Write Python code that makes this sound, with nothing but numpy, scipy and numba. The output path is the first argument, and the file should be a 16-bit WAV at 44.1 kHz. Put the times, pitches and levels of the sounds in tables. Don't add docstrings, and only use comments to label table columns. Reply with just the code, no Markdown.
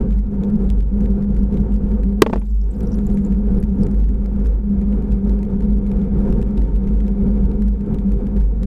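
import sys
import numpy as np
from scipy import signal
from scipy.fft import rfft, irfft, next_fast_len
from scipy.io import wavfile
from scipy.ndimage import uniform_filter1d, map_coordinates
from numba import njit

SR = 44100
rng = np.random.default_rng(int(sys.argv[2]) if len(sys.argv) > 2 else 0)


def bounce(signal):
    frames = np.transpose(np.atleast_2d(signal))
    limited = np.clip(frames, -1, 1)
    pcm = np.round(limited * 32767).astype(np.int16)
    wavfile.write(sys.argv[1], SR, pcm)


N = 381906

# (centre [s], length [s], level [dB])
ENGINE_THROBS = [(0.164, 0.28, -13.5), (0.785, 0.24, -15), (1.093, 0.14, -14), (1.37, 0.23, -15.5),
                 (1.566, 0.13, -20), (1.746, 0.082, -10), (2.053, 0.3, -14.5), (2.369, 0.077, -17.5),
                 (2.572, 0.21, -15.5), (2.864, 0.19, -17), (3.124, 0.12, -18), (3.333, 0.084, -13.5),
                 (3.601, 0.3, -14.5), (4.039, 0.32, -13.5), (4.278, 0.1, -13.5), (4.539, 0.23, -12.5),
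                 (4.916, 0.32, -16.5), (5.139, 0.077, -12), (5.341, 0.21, -16), (5.698, 0.24, -14.5),
                 (5.958, 0.22, -18), (6.346, 0.25, -14.5), (6.617, 0.13, -10), (6.759, 0.081, -14.5),
                 (6.989, 0.34, -15.5), (7.435, 0.4, -16), (7.682, 0.14, -11.5), (7.956, 0.14, -16),
                 (8.151, 0.1, -15.5), (8.466, 0.38, -12.5)]
# (time [s], relative level [dB])
HUM_RIDE = [(0.0, -21), (0.27, -25.5), (0.49, -13.5), (0.89, -31.5), (0.97, -17.5), (2.23, -20),
            (2.61, -33.5), (2.97, -19.5), (3.91, -18), (4.11, -30), (4.36, -15.5), (4.55, -38.5),
            (4.69, -17), (6.6, -19.5), (6.66, -33), (6.84, -18.5), (7.46, -17), (8.37, -21), (8.5, -35.5),
            (8.66, -14)]

# (time [s], strength [dB])
FLOW_DRIFT = [(0.0, -26.5), (0.22, -41.5), (0.43, -31.5), (0.85, -40.5), (1.0, -33.5), (2.1, -37.5),
              (2.36, -35.5), (2.47, -51), (2.58, -49), (2.83, -32), (3.37, -35.5), (4.2, -35.5),
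              (4.63, -38.5), (4.75, -34), (5.7, -34.5), (6.32, -32.5), (6.68, -34), (7.0, -35), (7.51, -38),
              (8.66, -36)]
# (centre [s], length [s], rise [dB])
WAKE_GUSHES = [(0.04, 0.28, -1), (0.655, 0.25, 4.5), (1.337, 0.073, 1.5), (1.605, 0.23, 4.5),
               (1.949, 0.24, 4), (3.567, 0.17, 5), (3.841, 0.14, 8.5), (4.413, 0.14, 3.5),
               (5.273, 0.028, 4), (6.269, 0.2, 5), (6.395, 0.08, 3.5), (7.28, 0.15, 5.5),
               (7.486, 0.28, 7.5), (7.928, 0.099, 7), (8.244, 0.33, 3.5)]
# (frequency [Hz], relative level [dB])
EDDY_COLOUR = [(4, -19.5), (12, 2), (33, 11), (50, 7), (72, 7), (88, -1), (130, 0), (175, 4), (230, -1.5),
               (270, -4.5), (310, -18), (450, -39), (900, -83)]
RUSH_COLOUR = [(150, -32), (250, 0), (330, -4.5), (400, -2.5), (445, -2), (500, -1), (600, -21.5),
               (900, -57.5), (3000, -100)]
WASH_COLOUR = [(350, -21.5), (600, -1.5), (850, 1), (1050, -5), (1350, -4), (1800, -14), (2200, -23),
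               (2700, -24), (6000, -50), (14000, -89)]
FOAM_COLOUR = [(600, -31), (1500, 2), (1900, -5), (2400, -6), (2900, -8), (3600, -12.5), (4400, -13),
               (9000, -17.5), (13000, -23), (15500, -37), (18000, -79)]
# (frequency [Hz], width [Hz], relative level [dB])
CAVITY_MODES = [(392.6, 22, 0.5), (724, 63, 3.5), (912.7, 20, 7.5)]

# (time [s], thump level [dB], thump pitch [Hz], thump t60 [s],
# relative ring level [dB], ring tilt [dB/octave], ring time factor [ratio])
CASE_HITS = [(2.22, 41, 385, 0.0089, 11, 3, 0.45), (2.2358, -9, 240, 0.02, -36, -4, 0.5),
             (2.2634, -9.5, 453, 0.056, -13, 2.5, 0.65), (2.267, -9, 232, 0.023, -15, -4, 0.45),
             (2.2975, -10, 250, 0.066, -20, -10, 0.55), (2.3293, -5, 200, 0.027, -16.5, -1, 0.39),
             (2.3326, -19, 438, 0.038, -12, -3, 0.71), (2.3404, -13, 368, 0.025, -38, -4, 0.7),
             (2.3593, -16, 334, 0.022, -16.5, -7.5, 0.3), (2.363, -12, 208, 0.06, -33, -13, 0.91),
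             (2.3769, -21, 380, 0.031, -38, 5, 0.46), (2.416, -40, 380, 0.03, -45, 1.5, 2.1)]
# (frequency [Hz], relative level [dB], free t60 [s])
SHELL_MODES = [(275, -10, 0.041), (438, -5, 0.065), (680, -11, 0.038), (840, -0.5, 0.038), (980, -1, 0.034),
               (1088, -4.5, 0.038), (1550, -13.5, 0.038), (1750, -15.5, 0.042), (2040, -11, 0.015),
               (2390, -10.5, 0.023), (2730, -16.5, 0.025), (3200, -18, 0.019), (3600, -23, 0.015)]
# (frequency [Hz], relative level [dB])
SCUFF_COLOUR = [(120, -11), (280, 2), (650, 5), (1150, -11.5), (1600, -15), (2800, -21.5), (4500, -27.5),
                (9000, -40), (15000, -57)]

# (time [s], relative level [dB], pitch [Hz])
BUBBLE_PINGS = [(2.396, -40, 10400), (2.498, -48, 7600), (2.614, -42, 5600), (2.637, -48, 5730),
                (2.709, -42, 7830), (2.716, -44, 8200), (2.738, -46.5, 7140), (2.765, -48, 8400),
                (2.831, -41, 10200), (2.872, -36, 5700), (2.9185, -35, 5630), (2.929, -37, 5600),
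                (2.9412, -35, 5720), (2.956, -40, 10300), (3.067, -33.5, 7260), (3.067, -40, 11400),
                (3.1446, -38.5, 10350), (3.249, -33.5, 7300), (3.263, -43, 7350), (3.601, -36, 10300),
                (3.602, -41, 11300), (3.833, -30, 4860), (3.833, -32.5, 8440)]
# (start [s], time until the fade [s], level [dB])
BUBBLE_PUFFS = [(2.22, 0.12, -62), (2.42, 0.3, -76.5), (2.72, 0.53, -68.5), (3.558, 0.29, -72.5)]
# (frequency [Hz], relative level [dB])
FIZZ_COLOUR = [(1500, -19.5), (4000, -6), (5700, -5.5), (7500, -4), (9300, -14.5), (11200, -4.5),
               (13000, -9.5), (15500, -21)]

# (time [s], relative level [dB], ringing share of the energy [0-1])
LOUD_TICKS = [(0.1087, -52.5, 0.2), (0.1202, -59, 0.1), (0.1275, -53, 0.03), (0.14, -57.5, 0.03),
              (0.19, -53.5, 0), (0.4369, -48, 0.5), (0.7027, -43, 0.45), (0.8065, -50, 0.16),
              (0.828, -57, 0.03), (1.0595, -49.5, 0.1), (1.225, -54.5, 0.1), (1.3477, -55, 0),
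              (1.366, -50, 0.02), (1.373, -54.5, 0.1), (1.526, -55, 0.06), (1.5426, -53, 0.04),
              (1.573, -49.5, 0.2), (1.5808, -57, 0.37), (1.723, -56, 0.03), (1.742, -56, 0),
              (1.763, -53, 0.05), (1.918, -54.5, 0), (2.034, -48.5, 0), (2.8074, -49.5, 0),
              (2.989, -50, 0.2), (3.1004, -52, 0.03), (3.174, -47, 0), (3.1843, -55, 0.06),
              (3.3248, -49, 0), (3.348, -56, 0.03), (3.628, -46.5, 0), (3.6355, -50, 0.05),
              (3.8324, -58, 0.1), (3.868, -46.5, 0.07), (3.9134, -52, 0), (3.946, -53, 0),
              (3.9998, -55.5, 0.03), (4.0406, -54, 0.03), (4.0904, -51.5, 0), (4.26, -50.5, 0),
              (4.449, -55, 0), (4.4605, -46.5, 0), (4.47, -52, 0.03), (4.8155, -54.5, 0.03),
              (4.927, -53, 0.03), (5.024, -55, 0.05), (5.121, -50.5, 0.07), (5.1329, -54.5, 0.18),
              (5.2954, -48.5, 0.08), (5.3916, -53.5, 0), (5.431, -48.5, 0), (5.6078, -51.5, 0.03),
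              (5.865, -54.5, 0.03), (5.916, -49, 0), (6.017, -56, 0.15), (6.3264, -46.5, 0),
              (6.4162, -48, 0), (6.428, -46, 0.1), (6.5736, -53, 0.15), (6.579, -47.5, 0.2),
              (6.619, -49, 0), (6.652, -58, 0.1), (6.762, -52, 0), (6.8754, -51, 0), (6.887, -53.5, 0.03),
              (7.005, -48, 0), (7.069, -56, 0.3), (7.081, -50, 0.08), (7.516, -49.5, 0.1), (7.622, -46, 0),
              (7.6832, -49.5, 0), (7.81, -54.5, 0.03), (7.945, -50.5, 0), (7.9876, -50.5, 0.2),
              (8.1198, -50.5, 0.1), (8.2698, -50.5, 0.03), (8.366, -52.5, 0), (8.377, -52.5, 0.03),
              (8.409, -50, 0), (8.418, -53, 0.03), (8.633, -44.5, 0.05)]
# (frequency [Hz], relative level [dB])
CRACKLE_COLOUR = [(500, -18), (1500, 7.5), (2200, 4), (3600, -6.5), (4600, -5.5), (6000, -8.5), (9000, -12),
                  (13000, -14.5), (15500, -25)]

# (frequency [Hz], width [Hz], relative level [dB])
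WALL_MODES = [(2230, 230, -2.5), (3500, 170, -10.5)]
# (time [s], level at cruising flow [dB])
WALL_RIDE = [(0, -74.5), (2.6, -75.5), (3.2, -71), (4.5, -73), (4.8, -69), (6.2, -67), (7.5, -67),
             (8.66, -70.5)]


def engine(firing_hz, hum_harmonic=4, scatter_db=-24.5, hum_trim_db=-2, octave_db=-22):
    t = np.arange(N) / SR
    phase = 2 * np.pi * firing_hz * t
    throbs = sum(amp(db) * bell(t, s, length) * np.sqrt(2) * np.sin(phase + 2 * np.pi * rng.random())
                 for s, length, db in ENGINE_THROBS)
    bed = amp(scatter_db) * scattered_tone(phase + 1.4 * wobble(7), scatter=0.64, flutter_rate=26)
    hum_phase = hum_harmonic * phase + 1.3 * wobble(10)
    hum = scattered_tone(hum_phase, scatter=0.6, flutter_rate=36)
    octave = amp(octave_db) * scattered_tone(2 * hum_phase, scatter=0.5, flutter_rate=23)
    return throbs + bed + amp(ride(HUM_RIDE) + hum_trim_db) * (hum + octave)


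def scattered_tone(phase, scatter, flutter_rate):
    paths = 1 + scatter * (wobble(flutter_rate) + 1j * wobble(flutter_rate))
    return unit(np.real(paths * np.exp(1j * phase)))


def wake(flow_db):
    churn = wobble(24)
    eddies = amp(-20 + flow_db + 1.7 * wobble(11)) * noise(EDDY_COLOUR)
    rush = amp(-31 + 1.23 * flow_db + 1.5 * churn) * resonate(noise(RUSH_COLOUR), CAVITY_MODES)
    wash = amp(-46.5 + flow_db + 1.2 * churn) * resonate(noise(WASH_COLOUR), CAVITY_MODES)
    flutter_db = 1.4 * churn + 1.5 * wobble(71)
    foam = amp(-63.5 + 0.62 * flow_db + flutter_db) * resonate(noise(FOAM_COLOUR), WALL_MODES)
    return eddies + rush + wash + foam


def flow(cruise_db=-32):
    t = np.arange(N) / SR
    gushes = sum(rise_db * bell(t, s, length) for s, length, rise_db in WAKE_GUSHES)
    return ride(FLOW_DRIFT) + gushes - cruise_db


def fish_knock():
    hits, scuff_envelope = np.zeros(N), np.zeros(N)
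    t = np.arange(SR // 8) / SR
    attack = 1 - np.exp(-t / 0.00013)
    for s, thump_db, thump_hz, thump_t60, ring_db, tilt_db, ring_scale in CASE_HITS:
        shell = sum((-1) ** k * ring(t, hz, db + tilt_db * np.log2(hz / 860) + rng.normal(),
                                     t60 * ring_scale)
                    for k, (hz, db, t60) in enumerate(SHELL_MODES))
        thump = ring(t, thump_hz, thump_db, thump_t60)
        shove = ring(t, hz=150, db=ring_db - 0.5, t60=0.022)
        add(hits, s, amp(ring_db + 0.5) * attack * shell - thump - shove)
        add(scuff_envelope, s, amp(ring_db - 9.5) * attack * np.exp(-t / (0.013 * ring_scale)))
    return hits + scuff_envelope * noise(SCUFF_COLOUR)


def bubbles(attack_s=0.00036, decay_s=0.0024):
    out, t = np.zeros(N), np.arange(SR // 25) / SR
    envelope = np.exp(-t / decay_s) * (1 - np.exp(-t / attack_s))
    for s, db, hz in BUBBLE_PINGS:
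        jitter = 0.2 * np.cumsum(rng.standard_normal(len(t)))
        add(out, s, amp(db - 4) * envelope * np.sin(2 * np.pi * hz * t + jitter))
    return out


def bubble_cloud(rise_s=0.03, fade_db_per_s=65, sparkle_db=8):
    t = np.arange(N) / SR
    spectrum = signal.stft(noise(FIZZ_COLOUR), nperseg=256)[2]
    patches = uniform_filter1d(rng.standard_normal(spectrum.shape), size=9, axis=0)
    patches = unit(uniform_filter1d(patches, size=2, axis=1))
    fizz = signal.istft(spectrum * amp(sparkle_db * patches), nperseg=256)[1][:N]
    puffs = sum(np.clip((t - s) / rise_s, 0, 1) * amp(db - fade_db_per_s * np.maximum(t - s - hold, 0))
                for s, hold, db in BUBBLE_PUFFS)
    return puffs * unit(fizz)


def ticks(flow_db, firing_hz, faint_count=140, loud_rise_s=0.0012, faint_rise_s=0.00045, ring_hz=3570):
    out, t = np.zeros(N), np.arange(SR // 50) / SR
    crackle = amp(4.3 * wobble(2000)) * noise(CRACKLE_COLOUR)
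    loud = [(s, db, ring_share, loud_rise_s) for s, db, ring_share in LOUD_TICKS]
    faint = [(i / SR, -60.5 + 4 * accent + 0.27 * flow_db[i], 0.024, faint_rise_s)
             for i, accent in zip(rng.integers(N, size=faint_count), rng.standard_normal(faint_count))]
    doubles = []
    for s, db, ring_share in LOUD_TICKS:
        side, accent = rng.standard_normal(2)
        offset_s = np.sign(side) * np.ceil(abs(side)) / (2 * firing_hz)
        doubles.append((s + offset_s, db - 14 + 4 * accent, ring_share, loud_rise_s))
    for s, db, ring_share, rise_s in loud + doubles + faint:
        burst = pulse(t, rise_s)
        grit = unit(burst * crackle[rng.integers(N - len(t)):][:len(t)])
        phase = 2 * np.pi * ring_hz * (1 + 0.023 * rng.normal()) * t
        ping = unit(pulse(t, rise_s=0.00051) * (np.sin(phase) + amp(-9.5) * np.sin(2 * phase)))
        blend = np.sqrt(1 - ring_share) * grit + np.sqrt(ring_share) * ping
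        burst_rms = np.sqrt(np.mean(burst ** 2))
        add(out, max(s - rise_s, 0), amp(db + 6.5) * burst_rms * blend)
    return out


def wall_song(flow_db):
    bands = lambda f: sum(amp(db) / (1 + ((f - hz) / width) ** 4) for hz, width, db in WALL_MODES)
    song = unit(filtered(rng.standard_normal(N), bands))
    return amp(ride(WALL_RIDE) + 0.62 * flow_db) * song


def amp(db):
    return 10 ** (np.asarray(db) / 20)


def unit(x):
    return x / np.sqrt(np.mean(x ** 2) + 1e-20)


def ride(points):
    return np.interp(np.arange(N) / SR, *np.transpose(points))


def bell(t, centre_s, length_s):
    return np.exp(-(2 * (t - centre_s) / length_s) ** 2)


def pulse(t, rise_s):
    return (t / rise_s) ** 2 * np.exp(2 - 2 * t / rise_s)


def wobble(rate):
    return map_coordinates(rng.standard_normal(int(N * rate / SR) + 4), [np.arange(N) * rate / SR])


def filtered(x, response):
    size = next_fast_len(N + SR // 2)
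    return irfft(rfft(x, size) * response(np.fft.rfftfreq(size, 1 / SR)), size)[:N]


def noise(colour):
    hz, db = np.transpose(colour)
    eq = lambda f: amp(np.interp(np.log(f + 1), np.log(hz), db))
    return unit(filtered(rng.standard_normal(N), eq))


def resonate(x, modes):
    eq = lambda f: 1 + sum(amp(db) * 1j * f * width / (hz * hz - f * f + 1j * f * width)
                           for hz, width, db in modes)
    return unit(filtered(x, eq))


def ring(t, hz, db, t60):
    return amp(db) * np.exp(-np.log(1000) * t / t60) * np.sin(2 * np.pi * hz * t)


def add(track, s, sound):
    part = track[round(s * SR):][:len(sound)]
    part += sound[:len(part)]


@njit
def gain_control(x, limit, max_duck_db_per_s, recover_db_per_s):
    gain_db, now_db = np.zeros(len(x)), 0.0
    for i in range(len(x)):
        overshoot = min(abs(x[i]) * 10 ** (now_db / 20) / limit - 1, 1.0)
        if overshoot > 0:
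            now_db -= max_duck_db_per_s / SR * overshoot
        else:
            now_db = min(now_db + recover_db_per_s / SR, 0.0)
        gain_db[i] = now_db
    return gain_db


def scene(firing_hz=50.35):
    flow_db = flow()
    mix = engine(firing_hz) + wake(flow_db) + fish_knock()
    detail = ticks(flow_db, firing_hz) + bubbles() + bubble_cloud() + wall_song(flow_db)
    return (mix + detail)[None]


def record(dry, step_db=0.12, ceiling=0.97, top_hz=15600):
    gain_db = gain_control(dry[0], limit=0.27, max_duck_db_per_s=700.5, recover_db_per_s=29.5)
    ducked = dry[0] * amp(step_db * np.round(gain_db / step_db))
    edge_fades = signal.windows.tukey(N, 0.002)
    limited = edge_fades * np.clip(ducked, -ceiling, ceiling)
    return filtered(limited, lambda hz: 1 / (1 + (hz / top_hz) ** 70))[None]


dry = scene()
out = record(dry)
bounce(out)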